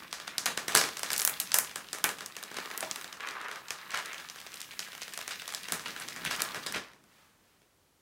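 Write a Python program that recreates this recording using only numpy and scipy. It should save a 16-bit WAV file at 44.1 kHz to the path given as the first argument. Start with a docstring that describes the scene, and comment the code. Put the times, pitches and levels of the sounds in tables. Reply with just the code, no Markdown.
"""Peeling film

A hand peels a thick plastic film off a sticky canvas on a table in a small quiet room.
Creases snap: a noise-burst crack, then a thump through the sheet's modes. The glue line crackles
as random slips and rips in dense runs. Shaped noise makes the flapping sheet, its fold-overs, the
brushing sleeve and the room tone; decaying sparse taps make the room answer snaps and glue.
"""
import sys
import numpy as np
from scipy import signal
from scipy.fft import rfft, irfft, next_fast_len
from scipy.io import wavfile
from scipy.ndimage import uniform_filter1d

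SR = 44100
rng = np.random.default_rng(int(sys.argv[2]) if len(sys.argv) > 2 else 0)


def file_out(sig):
    """Save sig as 16-bit WAV at sys.argv[1]."""
    # one column per channel
    cols = np.atleast_2d(sig).T
    # limit, then scale
    lim = np.clip(cols, -1, 1)
    pcm = np.round(lim * 32767).astype(np.int16)
    wavfile.write(sys.argv[1], SR, pcm)


N = 353234
TIME_S = np.arange(N) / SR


def gain_of(db):
    """Decibels to amplitude gain."""
    return 10 ** (np.asarray(db) / 20)


def evened(x):
    """Scales to rms 1."""
    return x / np.sqrt(np.mean(x ** 2) + 1e-20)


def read(points, hz):
    """Interpolates a spectrum table on a log-frequency axis."""
    table_hz, value = np.transpose(points)
    return np.interp(np.log(hz + 1), np.log(table_hz + 1), value)


def follow(rows, column):
    """One column of a time curve at every sample."""
    rows = np.asarray(rows)
    return np.interp(TIME_S, rows[:, 0], rows[:, column])


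def coloured(points):
    """Steady noise of rms 1 with the given spectrum."""
    size = next_fast_len(N)
    spectrum = rfft(rng.standard_normal(size))
    spectrum *= gain_of(read(points, np.fft.rfftfreq(size, 1 / SR)))
    return evened(irfft(spectrum, size)[:N])


def band(x, hz, spread):
    """Broad band around hz, falling gently on both sides."""
    edges_hz = [hz / spread, min(hz * spread, SR / 2.1)]
    return signal.sosfilt(signal.butter(1, edges_hz, "band", fs=SR, output="sos"), x)


def band_twice(x, hz, spread):
    """The same band in two passes, for steeper sides."""
    return band(band(x, hz, spread), hz, spread)


def burst(noise, rise_s):
    """A very short broadband burst: a quick swing, its spectrum partly evened, with a faint after-rattle."""
    rattle_share, rattle_s = 0.085, 0.003
    t = np.arange(len(noise)) / SR
    z = rfft(noise * t * np.exp(-t / rise_s))
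    swing = irfft(z / (abs(z) + 1e-12) ** 0.12)
    swing *= np.clip(t / 0.0001, 0, 1) * np.exp(-t / (2.0 * rise_s))
    rattle = noise[::-1] * np.exp(-t / rattle_s) * (t > 0)
    return swing / np.linalg.norm(swing) + rattle_share * rattle


# one narrow, longer-ringing low mode near 200 Hz, then broad, brief film modes:
# mode_hz [Hz], width_hz [Hz], level_db [dB, relative]
SHEET_MODES = [(200, 3.8, 5), (434, 230, -3), (690, 540, -4), (1146, 510, -1), (1544, 680, 3.5),
               (2470, 2300, -7.5)]


def sheet(x):
    """Two-pole resonators: one narrow, longer-ringing low mode, then broad, brief film modes."""
    out = np.zeros(len(x))
    for mode_hz, width_hz, level_db in SHEET_MODES:
        r = np.exp(-np.pi * width_hz / SR)
        poles = [1, -2 * r * np.cos(2 * np.pi * mode_hz / SR), r * r]
        out += gain_of(level_db) * (1 - r) * signal.lfilter([1, 0, -1], poles, x)
    return out


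def crackles(per_s, spread_db, clump):
    """Random glue slips, most small and a few large, in clumps; longer shapes are more coloured."""
    busy = np.exp(clump * evened(uniform_filter1d(rng.standard_normal(N), 500)))
    size = gain_of(spread_db * np.minimum(rng.exponential(1, N), 4))
    size *= rng.random(N) < per_s / SR * busy / busy.mean()
    shapes = 24
    kind = rng.integers(0, shapes, N)
    slips = np.zeros(N)
    for k in range(shapes):
        shape = burst(rng.standard_normal(96), 0.0001 + 0.00028 * k / shapes)
        slips += signal.oaconvolve(size * (kind == k), shape)[:N]
    # slow loudness drift levelled out
    local_power = uniform_filter1d(slips ** 2, 9000)
    return slips / np.sqrt(local_power + 0.00086 * np.mean(slips ** 2))


# glue line letting go: start_s [s], level_db [dB, before PEEL_GAIN_DB],
# fine_db [dB, fine over coarse crackles], slack [0-1, deepens the coarse ones]
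PEEL_CURVE = [(0.0, -50, -7, 0.5), (0.08, -61, -2.5, 0.53), (0.35, -53.5, -8.5, 0.6),
              (1.22, -53, 1.5, 0.45), (2.0, -62, 0, 0.7), (2.47, -57, -4.5, 0.4), (2.67, -48, -7, 0.72),
              (3.02, -56, 2.5, 0.6), (3.18, -61, -5, 0.9), (3.21, -44.5, -16.5, 0.51),
              (3.5, -47.5, -19, 0.76), (3.6, -57, -5, 0.72), (4.12, -47.5, -9.5, 0.33),
              (4.28, -58, -0.5, 0.61), (4.99, -58, 2, 0.16), (6.18, -53, -3, 0.4),
              (6.42, -47.5, -4.5, 0.64), (6.69, -53, -7, 0.55), (7.05, -66.5, -16, 0.6)]
PEEL_GAIN_DB = 4.0


def peel():
    """Coarse slips ring the sheet, deeper when it hangs slack; fine ones tick over a hiss of countless slips."""
    spread = 1.8
    coarse = sheet(crackles(1600, 3.4, 0.6))
    deep = evened(band_twice(coarse, 1100, 1.7))
    taut = evened(band_twice(coarse, 1900, 1.7))
    body = gain_of(-11.5) * evened(band(coarse, 520, spread))

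    ticks = evened(band_twice(crackles(400, 5.9, 1.1), 3200, spread))
    swell = 1 + 0.19 * evened(uniform_filter1d(abs(ticks), 300))
    hiss = evened(band(rng.standard_normal(N) * swell, 9000, 2.0 * spread))
    fine = gain_of(follow(PEEL_CURVE, 2)) * (ticks + gain_of(-4.0) * hiss)

    slack = np.clip(follow(PEEL_CURVE, 3), 0, 1)
    mix = slack * deep + (1 - slack) * taut + body + fine
    held = np.clip((PEEL_CURVE[-1][0] - TIME_S) / 0.18, 0, 1)  # the hand lets go
    return gain_of(PEEL_GAIN_DB) * held * gain_of(follow(PEEL_CURVE, 1)) * mix


# loose sheet pushing air: start_s [s], level_db [dB, before lumps]
FLAP_CURVE = [(0.0, -61.5), (1.3, -59), (2.2, -63.5), (2.76, -74), (3.8, -67), (4.6, -65), (5.61, -64),
              (5.8, -56.5), (6.12, -58), (6.3, -54.5), (6.8, -56.5), (6.9, -70.5), (8.0, -86)]
# spectrum of the pushed air: freq_hz [Hz], density_db [dB per Hz, relative]
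FLAP_SPECTRUM = [(25, -38), (50, -5), (85, -12), (170, 2.5), (300, -2), (650, -10.5), (1500, -41)]
# free end folds over: start_s [s], peak_db [dB]
FOLDS = [(5.715, -47), (5.875, -59), (6.255, -49), (6.55, -50.5), (6.74, -49.5)]


def flap():
    """The loose sheet pushes air: low lumpy noise, with a quick push that dies more slowly at each fold."""
    lumps_db, push_peak_s = 1.5, 0.013
    lumps = evened(uniform_filter1d(rng.standard_normal(N), size=1500))
    level = gain_of(follow(FLAP_CURVE, 1) + lumps_db * lumps)
    for start_s, peak_db in FOLDS:
        u = np.maximum(TIME_S - start_s, 0) / push_peak_s
        level += gain_of(peak_db) * u * np.exp(1 - u)
    return level * coloured(FLAP_SPECTRUM)


# room tone spectrum: freq_hz [Hz], density_db [dB per Hz, relative]
AIR_SPECTRUM = [(18, -30), (30, -2), (75, -0.5), (415, -5), (2010, -13), (9220, -18), (14400, -20.5),
                (16000, -20.5)]


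def room_tone():
    """Steady coloured noise of the quiet room."""
    return gain_of(-68.5) * coloured(AIR_SPECTRUM)


# decay of the room: freq_hz [Hz], t60_s [s]
ROOM_DECAY = [(150, 0.41), (660, 0.32), (1740, 0.23), (4590, 0.3), (12100, 0.2)]


def room(x):
    """Sparse-tap tails, highs and lows decaying apart; three take turns so that snaps ring differently."""
    out, size = np.zeros(N), SR // 2
    t = np.arange(size) / SR
    for k in range(3):
        at = np.arange(0, size - 10, 10)
        at += rng.integers(0, 10, len(at))
        taps = np.zeros(size)
        taps[at] = rng.choice([-1., 1.], len(at)) * gain_of(4.6 * rng.standard_normal(len(at)))
        hz, frame_s, z = signal.stft(taps, SR, nperseg=256)
        decay = gain_of(-60 * frame_s / read(ROOM_DECAY, hz)[:, None])
        tail = signal.istft(z * decay, SR, nperseg=256)[1][:size]
        tail *= np.clip((t - 0.002) / 0.01, 0.4, 1)  # table first, walls later
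        share = np.sqrt(2 / 3) * np.cos(np.pi * (9.0 * TIME_S + k / 3))
        out += gain_of(-2.0) * signal.oaconvolve(x * share, tail / np.linalg.norm(tail))[:N]
    return out


def snap(crack, thump, crack_hz, thump_db):
    """Bands the crack, rings the sheet with the thump, adds them at unit crack energy."""
    crack, thump = band_twice(crack, crack_hz, 1.9), sheet(thump)
    return crack / np.linalg.norm(crack) + gain_of(thump_db) * thump / np.linalg.norm(thump)


# creases popping over: start_s [s], crack_db [dB, energy], thump_db [dB over the crack, before
# body_db], crack_hz [Hz, centre]
SNAP_EVENTS = [(0.1286, -9.5, -3.5, 4200), (0.2004, -21.5, 3.5, 3300), (0.2781, -26.5, 16, 4100.0),
               (0.3821, -0.5, -10, 4800), (0.4589, -3.5, -4, 6800), (0.4632, -16.5, 11.5, 5900.0),
               (0.5755, -9.5, 5, 4840), (0.6821, -11, 5, 6100), (0.7114, -28, 12, 4900.0),
               (0.721, -30.5, 18.5, 4100.0), (0.7462, -21, 12, 6100.0), (0.751, 9, -5, 6440),
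               (0.7599, -2, 1, 6100.0), (0.7742, 2.5, -5, 6800.0), (0.8134, -5, 2, 4340),
               (0.839, -12, 5, 6100.0), (0.8892, -16.5, 2, 4370), (0.971, -12, -6.5, 4960),
               (0.994, -13, -4, 7200), (1.0326, -6.5, -0.5, 5000), (1.0903, -24, 3, 4700.0),
               (1.1043, -7.5, -0.5, 5700), (1.118, -9, -8, 6700), (1.1322, -2.5, -16, 6260),
               (1.138, -14.5, 4.5, 7800.0), (1.164, -7.5, -11, 5650), (1.18, -3, -20, 7700),
               (1.194, -5, -9, 11200.0), (1.199, -3.5, -11.5, 5170), (1.208, -6.5, -10.5, 10200.0),
               (1.2183, -3.5, -8.5, 6600), (1.2261, -10, -12, 7400), (1.2508, 6.5, -17, 10050),
               (1.276, 2, -9, 8900), (1.2965, -4.5, -15, 11300.0), (1.401, -0.5, -19, 7700),
               (1.4072, -14, -3, 7500.0), (1.519, -6, -8, 4430), (1.5431, 6.5, -9.5, 7200),
               (1.587, 5.5, -10.5, 7900), (1.6471, -18.5, -1, 5500), (1.7132, -25.5, 5, 4700.0),
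               (1.759, -9.5, 0, 6050), (1.931, -8.5, -3.5, 5740), (1.9479, -20.5, 6, 5700.0),
               (1.9855, -23, 6, 8200.0), (2.0416, 2, -2.5, 7950), (2.0911, -12, 1.5, 6400),
               (2.1855, -21.5, 1.5, 5100.0), (2.2075, -25.5, 11.5, 5130), (2.2614, -12, -8.5, 6200),
               (2.3668, -15, -1.5, 5200), (2.4282, -18.5, 2, 8540), (2.4375, -14.5, -6.5, 4950),
               (2.5146, -36, 18, 3740), (2.5434, -25, 7, 5300.0), (2.569, -21, 9.5, 4830),
               (2.5857, -26.5, 15, 4500.0), (2.658, -30.5, 13.5, 4200.0), (2.7027, -26, 6, 4400.0),
               (2.713, -31, 18, 4900.0), (2.777, -7.5, -11, 10200), (2.8071, -8.5, -10.5, 6650),
               (2.8281, -20, 9, 6560), (2.9126, -6, -8.5, 4900), (2.9596, -14.5, 1, 5260),
               (3.0128, -21.5, 3, 6440), (3.0439, -28.5, 15, 4200.0), (3.128, -21, 3, 4470),
               (3.1716, -32, 4, 4500.0), (3.2725, -30, 15, 3560), (3.2876, -16.5, 1.5, 3650),
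               (3.3103, -19, -5, 4700.0), (3.4142, -26, 6, 5470), (3.484, -33, 15.5, 5100.0),
               (3.514, -32.5, 19.5, 4500.0), (3.5583, -31.5, 13.5, 3600.0), (3.6844, -19, -5, 4000.0),
               (3.7062, -10, 0.5, 4770), (3.9067, -17.0, -7, 3560), (3.918, -20.5, -1, 4940),
               (3.945, -36, 29, 4300.0), (3.974, -14.5, 4.5, 5900), (3.991, -18, 0, 3600),
               (4.05, -26, 5, 3300), (4.059, -16.5, -5, 5740), (4.1321, -18.5, 1, 4460),
               (4.1824, -33, 0, 3400.0), (4.199, -40, 22, 4330), (4.2998, -15, -11, 4450),
               (4.3594, -29, 9, 5700.0), (4.403, -24, -10, 6000), (4.465, -31.5, 12.5, 3440),
               (4.52, -25, -5, 3500), (4.5422, -18.5, -3.5, 5800), (4.5582, -22, -15, 6400.0),
               (4.578, -28, -12, 6500), (4.6057, -16.5, -32, 6160), (4.616, -13.5, -18, 5500),
               (4.738, -33.5, 9, 3300), (4.7931, -7.5, -7.5, 4860), (4.803, -15.5, -10, 4300),
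               (4.876, -32, 6, 4500), (4.885, -31, 7, 4000), (4.931, -41, 21.5, 4800.0),
               (4.9506, -28, 10, 5000.0), (4.979, -25.5, 4, 6400.0), (5.0186, -17, 1.5, 5200.0),
               (5.0328, -16, -16, 4280), (5.0804, -21.5, 3, 5100.0), (5.137, -15.5, -9, 6200.0),
               (5.176, -13, 0, 5400), (5.19, -23, 8.5, 5940), (5.213, -25, 11.5, 5230),
               (5.2786, -14.0, 2, 5600.0), (5.3089, -19.5, 5, 4300.0), (5.4197, -20, 2, 4100.0),
               (5.479, -12.5, -5, 5030), (5.491, -26.5, 7, 3000), (5.5241, -18, 0.5, 6200),
               (5.5382, -20.5, 6.5, 6600), (5.5485, -6.5, -32, 4840), (5.6334, -19.5, -27, 5600.0),
               (5.685, -21.5, 9, 5360), (5.7222, -3.5, -4, 6700), (5.796, -19, 0, 4500.0),
               (5.8822, -32, 18.5, 3600.0), (5.9633, -31, 17.5, 5000), (6, -17.5, -1.5, 6900),
               (6.08, -22, -7, 4900), (6.0863, -12.5, -5, 4580), (6.163, -20, 4.5, 5300),
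               (6.2504, -13, 4, 7050), (6.311, -16.5, 9, 5900.0), (6.3635, -17, -1, 6900.0),
               (6.4048, -16.5, 7.5, 6250), (6.4203, -1, -9, 6860), (6.5459, -21.5, 10, 5300.0),
               (6.6636, -19, 6, 5100), (6.698, -28, -3, 4700.0), (6.724, -14.0, -2, 8500.0),
               (6.76, -27, 15.5, 4330), (6.9342, -38, 3, 4990), (7.04, -40.5, 0, 7250),
               (7.618, -45.5, 2.5, 2400.0)]
# snap colour and reach as the sheet is moved: start_s [s], body_db [dB, extra at 120-450 Hz],
# walls_db [dB, share sent to the walls, before BEAMED_DB and scatter]
SNAP_COLOUR = [(0.0, -6, 1), (0.75, 1.5, 1.5), (1.0, -1, -0.5), (1.55, -13, 1.5), (2.1, 1.5, 1.5),
               (2.8, 7.5, -1.5), (3.9, -7, -1), (4.7, -7, -2.5), (5.7, -7, 2), (6.3, -6, 1.5), (7.0, 13, 3)]
CRACK_RISE_S, THUMP_RISE_S = 0.00018, 0.00079
LAG_S_AT_1KHZ = 0.000812
BEAMED_DB = 6.5  # the crack is beamed, so the walls get less of it
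WALLS_SCATTER_DB = 2  # creases face any way


def snaps():
    """A sharp crack, then a thump sliding down as slower low bending waves lag; gives microphone and wall feeds."""
    size = 1024
    near, walls = np.zeros((2, N + size))
    click = signal.unit_impulse(size)
    walls_db = follow(SNAP_COLOUR, 2)
    # delay grows as 1 / sqrt(frequency)
    lag = np.exp(-4j * np.pi * LAG_S_AT_1KHZ * np.sqrt(1000 * np.fft.rfftfreq(size, 1 / SR)))
    for start_s, crack_db, thump_db, crack_hz in SNAP_EVENTS:
        at = round(start_s * SR) - 20
        crack = burst(rng.standard_normal(size), CRACK_RISE_S)
        thump = irfft(rfft(burst(rng.standard_normal(size), THUMP_RISE_S)) * lag)
        near[at:at + size] += gain_of(crack_db) * snap(crack, thump, crack_hz, thump_db)
        # summed over all directions the snap has a smooth spectrum
        sent_db = crack_db + walls_db[at] - BEAMED_DB + WALLS_SCATTER_DB * rng.standard_normal()
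        walls[at:at + size] += gain_of(sent_db) * snap(click, click, crack_hz, thump_db + BEAMED_DB)

    body_band = signal.butter(2, [120, 450], "band", fs=SR, output="sos")
    extra = gain_of(follow(SNAP_COLOUR, 1)) - 1
    return [x + extra * signal.sosfiltfilt(body_band, x) for x in (near[:N], walls[:N])]


# strips of glue going at once: start_s [s], length_s [s], level_db [dB, before the envelope], centre_hz [Hz]
RIP_EVENTS = [(0.271, 0.015, -41, 2820), (0.458, 0.011, -26, 4400), (0.68, 0.0098, -34, 5030),
              (0.758, 0.055, -27, 4500), (2.045, 0.0057, -25.5, 1250), (2.566, 0.011, -37.5, 3000),
              (2.826, 0.02, -35, 730), (3.205, 0.0058, -37, 1930), (3.91, 0.098, -34.5, 1430),
              (5.311, 0.022, -38, 2720), (5.859, 0.014, -35, 1770), (6.258, 0.023, -32, 2300),
              (6.302, 0.055, -35, 2700), (6.394, 0.011, -33, 2500), (6.663, 0.012, -32.5, 3880),
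              (6.737, 0.049, -33, 1870)]
RIP_RISE_PER_S = 2.6  # longer strips take a larger share of their length to get going


def rips():
    """Dense slips that swell in, slowly for long strips, sag and stop short, each strip in its own band."""
    out, slips = np.zeros(N), crackles(3000, 2.0, 0.5)
    for start_s, length_s, level_db, centre_hz in RIP_EVENTS:
        at = round(start_s * SR)
        u = np.arange(round(0.97 * length_s * SR)) / (length_s * SR)
        strip = evened(band(band(slips[at:at + len(u)], centre_hz, 2.9), centre_hz, 1.62))
        envelope = np.minimum(u / (RIP_RISE_PER_S * length_s), 1) * np.exp(-u ** 2)
        out[at:at + len(u)] += gain_of(level_db) * strip * envelope
    return out


# cloth brushing: centre_s [s], half_length_s [s, to 1/e], peak_db [dB]
SLEEVE_EVENTS = [(7.187, 0.15, -63), (7.502, 0.12, -70)]
# spectrum of the cloth: freq_hz [Hz], density_db [dB per Hz, relative]
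SLEEVE_SPECTRUM = [(300, -22), (900, -2), (1500, -2.5), (3000, -7), (16000, -20)]


def sleeve():
    """Cloth brushing: soft bell-shaped swells of coloured noise."""
    level = np.zeros(N)
    for centre_s, half_length_s, peak_db in SLEEVE_EVENTS:
        level += gain_of(peak_db) * np.exp(-((TIME_S - centre_s) / half_length_s) ** 2)
    return level * coloured(SLEEVE_SPECTRUM)


def scene():
    """Film, its room, the sleeve and the room tone."""
    near, walls = snaps()
    glue = peel() + rips()
    answer = room(walls + gain_of(-3.0) * glue)
    return (near + glue + answer + flap() + sleeve() + room_tone())[None]


def record(dry):
    """The microphone drops the deepest bass and rounds off the loudest peaks; then a band limit."""
    low_cut_hz, edge_hz, top = 42, 15900, 0.95
    heard = signal.sosfilt(signal.butter(4, low_cut_hz, "high", fs=SR, output="sos"), dry)
    heard = top * np.tanh(heard / top)
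    limit = signal.firwin(255, edge_hz, window=("kaiser", 9), fs=SR)
    return signal.oaconvolve(heard, limit[None], "same")


dry = scene()
out = record(dry)
file_out(out)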